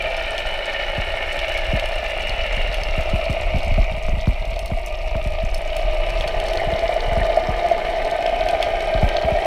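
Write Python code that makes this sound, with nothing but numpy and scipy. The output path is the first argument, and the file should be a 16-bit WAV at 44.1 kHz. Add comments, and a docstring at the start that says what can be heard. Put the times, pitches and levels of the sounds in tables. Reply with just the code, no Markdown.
"""Open water just below the surface: an idling boat engine some way off gives a throbbing drone and a thin whine.
Its firings excite hull and machinery as bursts of noise, shaped by spectra that change as the microphone
drifts up to the surface and down again. Water and fingers bump the microphone's housing: falling gulps, slaps and
ringing modes. Eddies rumble past, a few bubbles plip as decaying sines, and shrimp snap as sharp noise pulses,
the near ones singly, the far ones merged into a crackle and a wash."""
import sys
import numpy as np
from scipy import signal
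from scipy.fft import rfft, irfft, next_fast_len
from scipy.io import wavfile
from scipy.ndimage import uniform_filter1d, map_coordinates

SR = 44100
rng = np.random.default_rng(int(sys.argv[2]) if len(sys.argv) > 2 else 0)


def transcribe(signal):
    """Save signal, clipped to [-1, 1], as a 16-bit WAV file at the path in sys.argv[1]."""
    frames = np.atleast_2d(signal).T
    limited = np.clip(frames, -1, 1)
    pcm = np.round(limited * 32767).astype(np.int16)
    wavfile.write(sys.argv[1], SR, pcm)


N = 417181

# Path of the microphone: (time [s], place [0 open water, 1 at the surface, 2 on the dive])
DRIFT = [(0, 0.28), (.7, 0.00017), (2, 0.28), (2.6, 0.18), (3.5, 0.74), (4, 0.91), (5.5, 1.094),
         (6.05, 1.25), (6.45, 1.82), (9.46, 1.95)]

# Cylinder firings in one engine cycle: (phase [cycles], drone burst [dB], whine burst [dB])
FIRINGS = [(0.098, -4.5, 3), (0.372, -10.5, -4.5), (0.61, -0.5, 1.5), (0.86, -2, 2)]
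IDLE_HZ, CREEP_HZ_PER_S = 14.585, .0048  # engine cycle rate at the start, and its rise
HUM_ORDER, HUM_LEVEL_DB = 24, -25  # multiple of the cycle rate; mean level against the drone
# Hull drone spectrum at each place, relative: (frequency [Hz], level [dB])
DRONE_OPEN = [(160, -19), (280, -19.5), (317, -17.5), (348, -14), (434, -8), (471, -16), (521, -2.5),
              (579, 3), (676, 4), (708, -5.5), (831, -2), (1010, -15), (1150, -20.5), (1500, -11),
              (2530, -120)]
DRONE_SURFACE = [(160, -21), (280, -32), (351, -18), (388, -16.5), (491, -16), (540, -12), (576, -8.5),
                 (626, 5), (730, -4), (850, -17), (935, -14.5), (1070, -22.5), (1150, -39), (1500, -67),
                 (2530, -120)]
DRONE_DIVE = [(160, -28.5), (280, -33.5), (340, -20), (376, -17), (414, -13), (559, -15), (615, -3.5),
              (680, 3.5), (792, -10), (876, -9.5), (941, -32.5), (1010, -17), (1100, -35.5), (1150, -24.5),
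              (1500, -28.5), (2530, -120)]
# Machinery whine spectrum at each place, relative: (frequency [Hz], level [dB])
WHINE_OPEN = [(650, -37), (1100, -17), (1150, -14), (1290, -13), (1350, -5), (1530, -13), (1790, 0.5),
              (1980, -8.5), (2200, 3), (2420, -1), (2690, -5.5), (2910, 3), (3020, 2.5), (3180, -20),
              (3400, -13), (4420, -21.5), (7480, -120)]
WHINE_SURFACE = [(650, -49), (1100, -18), (1190, 1), (1470, -17), (1580, -14.5), (1830, -10), (2120, -0.5),
                 (2280, 2.5), (2390, 2), (2570, 1), (2830, -4), (2990, 1.5), (3040, -21), (3320, -15),
                 (3400, -16), (4420, -41), (7480, -120)]
WHINE_DIVE = [(650, -2.5), (1100, -38), (1210, 6.5), (1370, -20), (1550, 8), (1660, -8), (1760, 3),
              (2030, 4), (2180, 7), (2620, -1.5), (2720, -9), (2980, 3), (3400, -11.5), (4420, -18),
              (7480, -120)]
# Sliding of the spectral ridges, and a wandering notch (a boost where its gain is positive):
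# (time [s], ridge frequency ratio [1], notch centre [Hz], notch gain [dB])
DRONE_RIDGES = [(0, 0.99, 760, -0.5), (5.5, 0.99, 700, -3), (6.5, 1.004, 726, -13.5),
                (7.4, 1.006, 766, -11), (9.46, 0.96, 756, 6.5)]
WHINE_RIDGES = [(0, 1.02, 1660, 3), (2, 0.97, 1550, -5.5), (3.3, 0.97, 1640, -13), (4.5, 0.975, 1790, -6),
                (5.5, 0.99, 1380, -3), (6.499, 0.98, 1530, -6), (7.5, 0.97, 1470, -6),
                (9.46, 1.037, 1360, -2)]
# Far source levels at the three places, before the surface loss and each layer's trim: one level [dB] per place
DRONE_DB = [-28, -25, -20]
WHINE_DB = [-28.5, -32, -32.5]
CRACKLE_DB = [-42.5, -44, -42.5]
# Just under the surface the mirror image cancels far sound: gain [dB], and width of that zone [places]
DRONE_SHADOW_DB, WHINE_SHADOW_DB, CRACKLE_SHADOW_DB, SHADOW_WIDTH = -5.5, -7, -5.5, 0.17

# Hard knocks in the drone, before the common trim: (time [s], level [dB])
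KNOCKS = [(3.365, -12), (3.468, -14), (3.781, -7), (4.565, -16), (4.701, -19), (4.77, -12.5), (6.891, -4),
          (6.961, -8), (7.371, 0), (7.451, -9), (7.647, -6), (7.712, -1), (8.331, -8), (8.6, -3.5),
          (9.149, -6.5)]

# Bumps on the housing, before the common trims:
# (time [s], level [dB], deep push against it [dB], sharp slap against it [dB])
BUMPS = [(.975, -18.5, -4.5, -16), (1.728, -12, -11, -30), (2.288, -27, 4, -30), (2.568, -24, 0, -14),
         (2.974, -16, -15, -32), (3.13, -12.5, -10, -33), (3.291, -14, -11, -31), (3.54, -15, 0.5, -36),
         (3.557, -17.5, -4, -38), (3.665, -22, -4, -25), (3.71, -19.5, -3, -28.5), (3.776, -14, 0, -25),
         (3.817, -32, 12.5, -30), (3.912, -26, -1, -26), (4.081, -21, -7, -10), (4.128, -19, -8, -28),
         (4.166, -23, -2, -30), (4.27, -9, -4.5, -21.5), (4.712, -16.5, -6, -18), (5.15, -18.5, 0, -10),
         (5.255, -21, -3.5, -28), (5.431, -21, 2, -35), (6.198, -28, 7, -30), (6.667, -21, -0.5, -24),
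         (6.723, -17.5, -16, -24), (7.074, -27, 5, -30), (7.115, -21.5, 1, -20), (7.167, -17.5, -3.5, -16),
         (7.204, -21, 1.5, -28), (7.481, -16.5, -9, -16), (8.944, -18.5, -2, -16), (9.024, -8.5, -7, -31),
         (9.24, -18, -9, -29), (9.314, -17, -10.5, -34)]
# Modes of the housing, before a small random detuning: (frequency [Hz], level [dB], decay time T60 [s])
HOUSING = [(214, -3, 0.064), (603, -9, 0.055)]
WAKE_DB, WAKE_S = -7, 0.09  # wake's level against the deep push, and time constant of its power

# Steady flow past the housing, before the wakes and the trim: (time [s], level [dB])
FLOW = [(0, -29.5), (.6, -30.5), (2.4, -24), (2.75, -20.5), (3.3, -24), (3.8, -17.5), (4.4, -22.5),
        (5, -24.5), (5.6, -26), (6.15, -21), (6.7, -26.5), (8.3, -31.5), (8.7, -27), (9.46, -29.5)]
# Relative spectrum of the flow rumble: (frequency [Hz], level [dB])
RUMBLE = [(10, -11.5), (19, 6), (31, 3), (50, -3.5), (78, -10), (105, -28.5), (155, -30.5), (215, -36.5),
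          (290, -55), (700, -90)]

# Small bubbles: (time [s], level [dB], frequency [Hz])
BUBBLES = [(3.832, -29, 1970), (6.596, -15, 2097), (7.215, -18.5, 1820)]

# Nearest shrimp snaps, before the wall's colouring: (time [s], peak [dB], ring [Hz], bright crack setting [dB])
SNAPS = [(0.169, -21, 3800, -8), (0.3805, -15, 3170, -18), (1.3307, -21, 3530, -10),
         (1.3912, -18.5, 3200, -21), (1.5759, -19, 4300, -12), (1.797, -16.5, 3170, -15),
         (1.858, -18.5, 3230, -10), (1.9189, -26, 3620, -16), (2.2947, -19.5, 4300, -16),
         (2.7436, -17, 3400, -14), (2.835, -19.5, 5100, -15), (3.6475, -24.5, 5470, -5),
         (4.562, -25.0, 4300, -23), (4.5922, -15.5, 3100, -6), (4.6595, -18.5, 4130, -4),
         (4.862, -20.5, 5940, -2), (5.5451, -19, 5340, -6), (5.5799, -27, 9260, -2),
         (5.7667, -13.5, 3230, -7), (6.104, -24.5, 3880, -12), (6.2094, -16, 3280, -22),
         (6.2224, -27, 3360, -13), (6.2771, -20.5, 4140, -16), (6.4007, -18, 3170, -14),
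         (6.4857, -22.5, 4350, -16), (6.5345, -17, 3070, -14), (6.5734, -18.0, 4200, -28),
         (6.7925, -23.5, 4440, -19), (6.879, -23, 4400, -32), (7.006, -23, 3830, -30),
         (8.049, -24, 4300, -15), (8.1126, -22, 4260, -13), (8.2636, -16.5, 3230, -21),
         (8.4087, -21, 3180, -31), (8.4875, -15, 3210, -17), (8.6091, -23.5, 4040, -27),
         (8.6273, -12, 3120, -21), (8.8068, -23, 4390, -16), (9.0898, -18, 3230, -17),
         (9.168, -14, 3820, -32), (9.2229, -24, 4180, -29)]
# Lesser snaps at random times: centre values, and the spread per unit of a draw from -1.45 to 1
LESSER_COUNT, LESSER_DB, LESSER_CRACK_DB = 70, -28.5, -17.5
LESSER_SPREAD_DB, LESSER_CRACK_SPREAD_DB = 2.5, 5
# Transmission of the housing wall for near snaps: (frequency [Hz], gain [dB])
WALL = [(3000, 5.5), (4100, -1), (4400, 8), (4850, -7), (5300, 7.5), (5700, -17), (6100, 4.5), (6800, -5),
        (8700, -1), (9400, 3), (11800, -8), (13400, -2), (15500, -5)]
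# Families of distant snaps: (favoured frequency [Hz], strength of the preference [0-1])
SNAP_FAMILIES = [(3400, 1), (4400, 1), (5600, 1), (9000, 1), (8000, .4)]
# Relative spectrum of the distant shrimp: (frequency [Hz], level [dB])
FIZZ = [(1820, -30), (3100, -3), (3390, -11.5), (3750, -6), (4080, -10.5), (4420, -10), (4850, -16.5),
        (5290, -13), (5680, -16), (6100, -20), (6780, -25), (8600, -23.5), (9400, -24.5), (10000, -27),
        (11800, -31.5), (13400, -27), (15000, -27), (15800, -47)]

TOP_HZ = 15500  # upper band limit of the microphone


def engine(level_db=-0.78, ring_db=1.0):
    """Forced vibration: firings drive the low hull drone and the higher machinery whine, with one pure order."""
    drone_db = level_at_microphone(DRONE_DB, DRONE_SHADOW_DB)
    whine_db = level_at_microphone(WHINE_DB, WHINE_SHADOW_DB)
    thuds = firing_bursts(column=1, decay=.14, bed_db=-8, scatter_db=1, repeat=.12)
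    rattle = firing_bursts(column=2, decay=.16, bed_db=-5, scatter_db=1, repeat=.04)
    rattle = seabed(rattle, echo_db=-11, t60=.12)

    drone_spectra = [DRONE_OPEN, DRONE_SURFACE, DRONE_DIVE]
    whine_spectra = [WHINE_OPEN, WHINE_SURFACE, WHINE_DIVE]
    drone = sliding_ridges(unit(thuds), drone_spectra, DRONE_RIDGES, notch_width_hz=24.5, patchy_db=1.08)
    whine = sliding_ridges(rattle, whine_spectra, WHINE_RIDGES, notch_width_hz=110, patchy_db=2.0)

    hum_phase = 2 * np.pi * HUM_ORDER * cycles() + 0.94 * wobble(4)
    hum = amp(HUM_LEVEL_DB + 3 * wobble(3)) * unit(np.sin(hum_phase))
    drone_gain = amp(drone_db + level_db + 0.22 * wobble(6))
    whine_gain = amp(whine_db + ring_db + 0.43 * wobble(8.3))
    return drone_gain * (drone + hum) + whine_gain * whine


def cycles():
    """Phase is the integral of rate: engine cycles completed at each sample."""
    t = np.arange(N) / SR
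    return IDLE_HZ * t + CREEP_HZ_PER_S * t ** 2 / 2


def firing_bursts(column, decay, bed_db, scatter_db, repeat):
    """Periodic excitation: each firing adds a noise burst decaying over `decay` cycles; a share repeats each cycle."""
    turn = cycles()
    power = np.full(N, amp(bed_db) ** 2)
    for row in FIRINGS:
        since = turn - row[0] + 1
        size = amp(row[column] + scatter_db * rng.standard_normal(int(turn[-1]) + 3))
        power += (size[since.astype(int)] * np.exp(-(since % 1) / decay)) ** 2
    period = int(N / turn[-1])
    one_cycle = rng.standard_normal(period)
    same = one_cycle[(turn % 1 * period).astype(int)]
    share = np.clip(repeat, 0, 1)  # by power
    return np.sqrt(power) * (np.sqrt(share) * same + np.sqrt(1 - share) * rng.standard_normal(N))


def seabed(x, echo_db, t60):
    """Multipath interference: many faint late paths comb the sound into fine fixed ridges."""
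    t = np.arange(SR // 6) / SR
    tail = rng.standard_normal(len(t)) * amp(-60 * t / t60)
    echoes = signal.fftconvolve(x, tail / np.linalg.norm(tail))[:N]
    return unit(x + amp(echo_db) * echoes)


def sliding_ridges(x, spectra, ridges, notch_width_hz, patchy_db):
    """Position-dependent transmission: spectra blend by place, ridges slide, a notch wanders, patches swell."""
    hz, t, z = signal.stft(x, SR, nperseg=2048)
    at_frames = np.minimum((t * SR).astype(int), N - 1)
    place, ratio, notch_hz, notch_db = (c[at_frames] for c in curves(DRIFT) + curves(ridges))
    gain = 0
    for k, spectrum in enumerate(spectra):
        f, db = np.transpose(spectrum)
        colour = amp(np.interp(np.log(hz[:, None] / ratio + 1), np.log(f + 1), db))
        weight = np.clip(1 - np.abs(np.clip(place, 0, 2) - k), 0, 1)
        gain = gain + weight * unit(colour)
    notch = notch_db * np.exp(-((hz[:, None] - notch_hz) / notch_width_hz) ** 2)
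    # noise smoothed over 4 bins and 24 frames
    over_hz = uniform_filter1d(rng.standard_normal(z.shape), 4, axis=0)
    patches = unit(uniform_filter1d(over_hz, 24, axis=1))
    return signal.istft(z * gain * amp(notch + patchy_db * patches), SR, nperseg=2048)[1][:N]


def level_at_microphone(places_db, shadow_db):
    """Surface-image interference: a far source's level (dB) follows place and sinks near the surface."""
    place, = curves(DRIFT)
    shadow = np.exp(-((place - 1) / SHADOW_WIDTH) ** 2)
    return np.interp(place, np.arange(len(places_db)), places_db) + shadow_db * shadow


def knocks(ring_hz=660, swell=0.005, level_db=-6.0):
    """Transient resonance: at listed hard firings the hull's main resonance swells (rise time in s) and dies."""
    out, t = np.zeros(N), np.arange(SR // 16) / SR
    shape = (t / swell * np.exp(1 - t / swell)) ** 2
    for (s, db), detune in zip(KNOCKS, rng.standard_normal(len(KNOCKS))):
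        hz = ring_hz * (1 + 0.0048 * detune)
        add(out, s, amp(db + level_db) * shape * np.sin(2 * np.pi * hz * t))
    return out


def bumps(start_hz=430, slide=0.00319, t60=0.13, heave_t60=0.38, level_db=3, deep_db=-1, contact_db=6):
    """Impact on a shell: a short slap and a falling gulp, with the housing's modes and a ragged tail."""
    out, t = np.zeros(N), np.arange(SR // 4) / SR
    stir_spectrum = [(40, -12), (80, 0), (150, -7), (240, 1), (480, -14), (1500, -40)]  # (Hz, dB)
    for (s, db, push_db, slap_db), vary in zip(BUMPS, rng.standard_normal((len(BUMPS), 2))):
        # a broad, deep push starts lower than a sharp one
        hz = start_hz * np.exp(0.13 * vary[0] - 0.02 * push_db)
        push = gulp(hz, slide * np.exp(0.084 * vary[1]), amp(push_db + deep_db), t60, heave_t60)
        ring = np.zeros(len(t))
        for mode_hz, mode_db, life in HOUSING:
            detuned_hz = mode_hz * np.exp(0.028 * vary[1])
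            ring += amp(mode_db - 60 * t / life) * np.sin(2 * np.pi * detuned_hz * t)
        # the stirred water
        stir = unit(coloured(rng.standard_normal(len(t)), stir_spectrum))
        tail = amp(-14 - 60 * t / .14) * stir
        onset = 1 - np.exp(-t / 0.016)
        add(out, s + 0.00314, amp(db + level_db) * (push + (ring + tail) * onset))
        # the slap slides down from its first bright edge
        slap_hz = 380 + 1800 * np.exp(-t / .002)
        slap_shape = (t / .0025) * np.exp(1 - t / .0025)
        slap = np.sin(2 * np.pi * np.cumsum(slap_hz) / SR) * slap_shape
        add(out, s + 0.00091, amp(db + slap_db + contact_db) * slap)
    return out


def gulp(start_hz, slide, deep_gain, t60, heave_t60):
    """Displacement flow: a push of water whose swings lengthen as its pitch falls, leaving a slow heave."""
    t = np.arange(SR // 4) / SR
    pitch = 22 + start_hz / (1 + t / slide) ** 1.32
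    heave = deep_gain * amp(-60 * t / heave_t60) * (1 - np.exp(-t / 0.013))
    size = amp(-60 * t / t60) + heave
    return size * (1 - np.exp(-t / 0.0049)) * np.sin(2 * np.pi * np.cumsum(pitch) / SR)


def flow(lumpy_db=2.0, level_db=-1.0):
    """Turbulent pressure: eddies give a lumpy rumble and an uneven 33 Hz rocking, with faint gulps in it."""
    flow_db = flow_level()
    rumble = unit(coloured(amp(lumpy_db * wobble(22)) * rng.standard_normal(N), RUMBLE))
    roll = amp(-7) * unit(np.sin(2 * np.pi * 33 * np.arange(N) / SR + 1.6 * wobble(13)))
    gurgle = np.zeros(N)
    for when, pitch, size in rng.random((150, 3)):
        drop = gulp(60 + 240 * pitch, slide=.004, deep_gain=.1, t60=.08, heave_t60=.15)
        add(gurgle, when * N / SR, amp(5.8 * size) * drop)
    # the stronger the flow, the larger the share of gurgling
    gurgle_db = -17 + .3 * (flow_db - np.mean(flow_db))
    return amp(flow_db + level_db) * (rumble + roll + amp(gurgle_db) * unit(gurgle))


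def flow_level():
    """Addition of powers: flow level (dB) from the steady flow plus the decaying wake of every bump."""
    t = np.arange(N) / SR
    power = amp(curves(FLOW)[0]) ** 2
    for s, db, push_db, _ in BUMPS:
        calming = (t > s) * np.exp(-np.abs(t - s) / WAKE_S)
        power += amp(db + push_db + WAKE_DB) ** 2 * calming
    return 10 * np.log10(power)


def bubbles():
    """Damped bubble oscillation: each breaks off with a plip, and four quieter ones follow within 18 ms."""
    out = np.zeros(N)
    for s, db, hz in BUBBLES:
        add(out, s, amp(db) * plip(hz))
        for delay, pitch in rng.random((4, 2)):
            add(out, s + .018 * delay, amp(db - 7) * plip(hz * (.87 + .35 * pitch)))
    return out


def plip(hz, t60=0.041):
    """Free oscillator: a sine with a fast onset and exponential decay."""
    t = np.arange(SR // 20) / SR
    return amp(-60 * t / t60) * (1 - np.exp(-t / 0.0012)) * np.sin(2 * np.pi * hz * t)


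def near_shrimp(lesser_hz=4400, t60=0.012, echo_db=-17):
    """Cavitation at close range: the nearest snaps and random lesser ones, each ringing at its own pitch."""
    out = np.zeros(N)
    shadow_db = level_at_microphone(np.zeros(len(CRACKLE_DB)), CRACKLE_SHADOW_DB)
    for s, db, ring_hz, crack_db in SNAPS:
        add(out, s, amp(db) * snap(ring_hz, crack_db, t60, echo_db))
    draws = rng.uniform(-1.45, 1, (LESSER_COUNT, 3))
    for when, (size, edge, detune) in zip(rng.random(LESSER_COUNT), draws):
        crack_db = LESSER_CRACK_DB + LESSER_CRACK_SPREAD_DB * edge
        sound = snap(lesser_hz * np.exp(0.62 * detune), crack_db, t60, echo_db)
        peak_db = LESSER_DB + LESSER_SPREAD_DB * size + shadow_db[int(when * N)]
        add(out, when * N / SR, amp(peak_db) * sound)
    return coloured(out, WALL)


def snap(ring_hz, crack_db, t60, echo_db):
    """Bubble collapse: one sharp pulse with a brief ring and its scatter off the surface; peak 1."""
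    t = np.arange(SR // 20) / SR
    burst = rng.standard_normal(len(t)) * (amp(-60 * t / t60) + amp(echo_db - 60 * t / 0.2))
    burst[0] += 6  # the sharp pulse
    ring = [(600, -35), (ring_hz * .7, -9), (ring_hz, 0), (ring_hz * 1.25, -8)]
    crack = [(9500, crack_db - 3.0), (16000, crack_db - 8.5)]
    sound = coloured(burst, ring + crack)
    return sound / np.max(np.abs(sound))


def far_shrimp(snaps_db=-1.5, wash_db=-2):
    """Incoherent summation: distant snaps of many sizes and colours; the farthest merge into a wash."""
    crackle_db = level_at_microphone(CRACKLE_DB, CRACKLE_SHADOW_DB)
    families = sum(crackle(hz, focus) for hz, focus in SNAP_FAMILIES)
    snaps = unit(coloured(families, FIZZ))
    # distance takes the top off the wash
    distance = [(4000, 8.5), (8000, 6.0), (15000, -0.5)]  # (Hz, dB)
    wash = unit(coloured(coloured(rng.standard_normal(N), FIZZ), distance))
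    # the sharper snaps vary only half as much (in dB) with place
    snap_db = (crackle_db + np.mean(crackle_db)) / 2 + snaps_db
    return amp(snap_db) * snaps + amp(crackle_db + wash_db) * wash


def crackle(favoured_hz, focus):
    """Random impulse process: about 70 snaps a second, each a pulse, a short ring and a weaker, longer scatter."""
    size = amp(7 * np.minimum(rng.standard_normal(N), 1.9))
    hits = (rng.random(N) < 70 / SR) * size
    t = np.arange(SR // 15) / SR
    shape = amp(-13 - 60 * t / .008) + amp(-26 - 60 * t / .07)
    power = np.abs(signal.fftconvolve(hits ** 2, shape ** 2)[:N])
    band = [(favoured_hz / 2, -18 * focus), (favoured_hz, 0), (favoured_hz * 2, -18 * focus)]
    return coloured(unit(hits + np.sqrt(power) * rng.standard_normal(N)), band)


def amp(db):
    """Level to amplitude ratio: 20 dB is a factor of ten."""
    return 10 ** (np.asarray(db) / 20)


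def unit(x):
    """Normalisation to an rms value of 1."""
    return x / np.sqrt(np.mean(x ** 2) + 1e-20)


def curves(rows):
    """Linear interpolation: one value per sample for each column after the time."""
    s, *cols = np.transpose(rows)
    return [np.interp(np.arange(N) / SR, s, c) for c in cols]


def wobble(rate):
    """Band-limited fluctuation: a smooth random curve with `rate` knots a second."""
    knots = rng.standard_normal(int(N * rate / SR) + 4)
    return map_coordinates(knots, [np.arange(N) * rate / SR])


def coloured(x, spectrum):
    """Minimum-phase filtering: x through the causal filter with these (Hz, dB) points."""
    size = 2 * next_fast_len(len(x) // 2 + 4096)
    hz, db = np.transpose(spectrum)
    gain = amp(np.interp(np.log(np.fft.rfftfreq(size, 1 / SR) + 1), np.log(hz + 1), db))
    # folding the cepstrum onto positive times makes the filter causal
    cepstrum = irfft(np.log(np.maximum(gain, 1e-6)))
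    cepstrum[1:size // 2] *= 2
    cepstrum[size // 2 + 1:] = 0
    return irfft(rfft(x, size) * np.exp(rfft(cepstrum)))[:len(x)]


def add(track, s, sound):
    """Linear superposition: mix a sound into the track at time s."""
    part = track[max(round(s * SR), 0):][:len(sound)]
    part += sound[:len(part)]


def scene():
    """Superposition of pressures: everything reaches one microphone inside the housing."""
    return (engine() + knocks() + bumps() + flow() + bubbles() + near_shrimp() + far_shrimp())[None]


def record(dry, hiss_db=-63):
    """Self-noise and bandwidth: the microphone adds faint hiss and passes nothing above its band limit."""
    size = next_fast_len(N + SR // 2)
    heard = dry + amp(hiss_db) * rng.standard_normal(dry.shape)
    passed = np.fft.rfftfreq(size, 1 / SR) < TOP_HZ
    return irfft(rfft(heard, size) * passed, size)[:, :N]


dry = scene()
out = record(dry)
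transcribe(out)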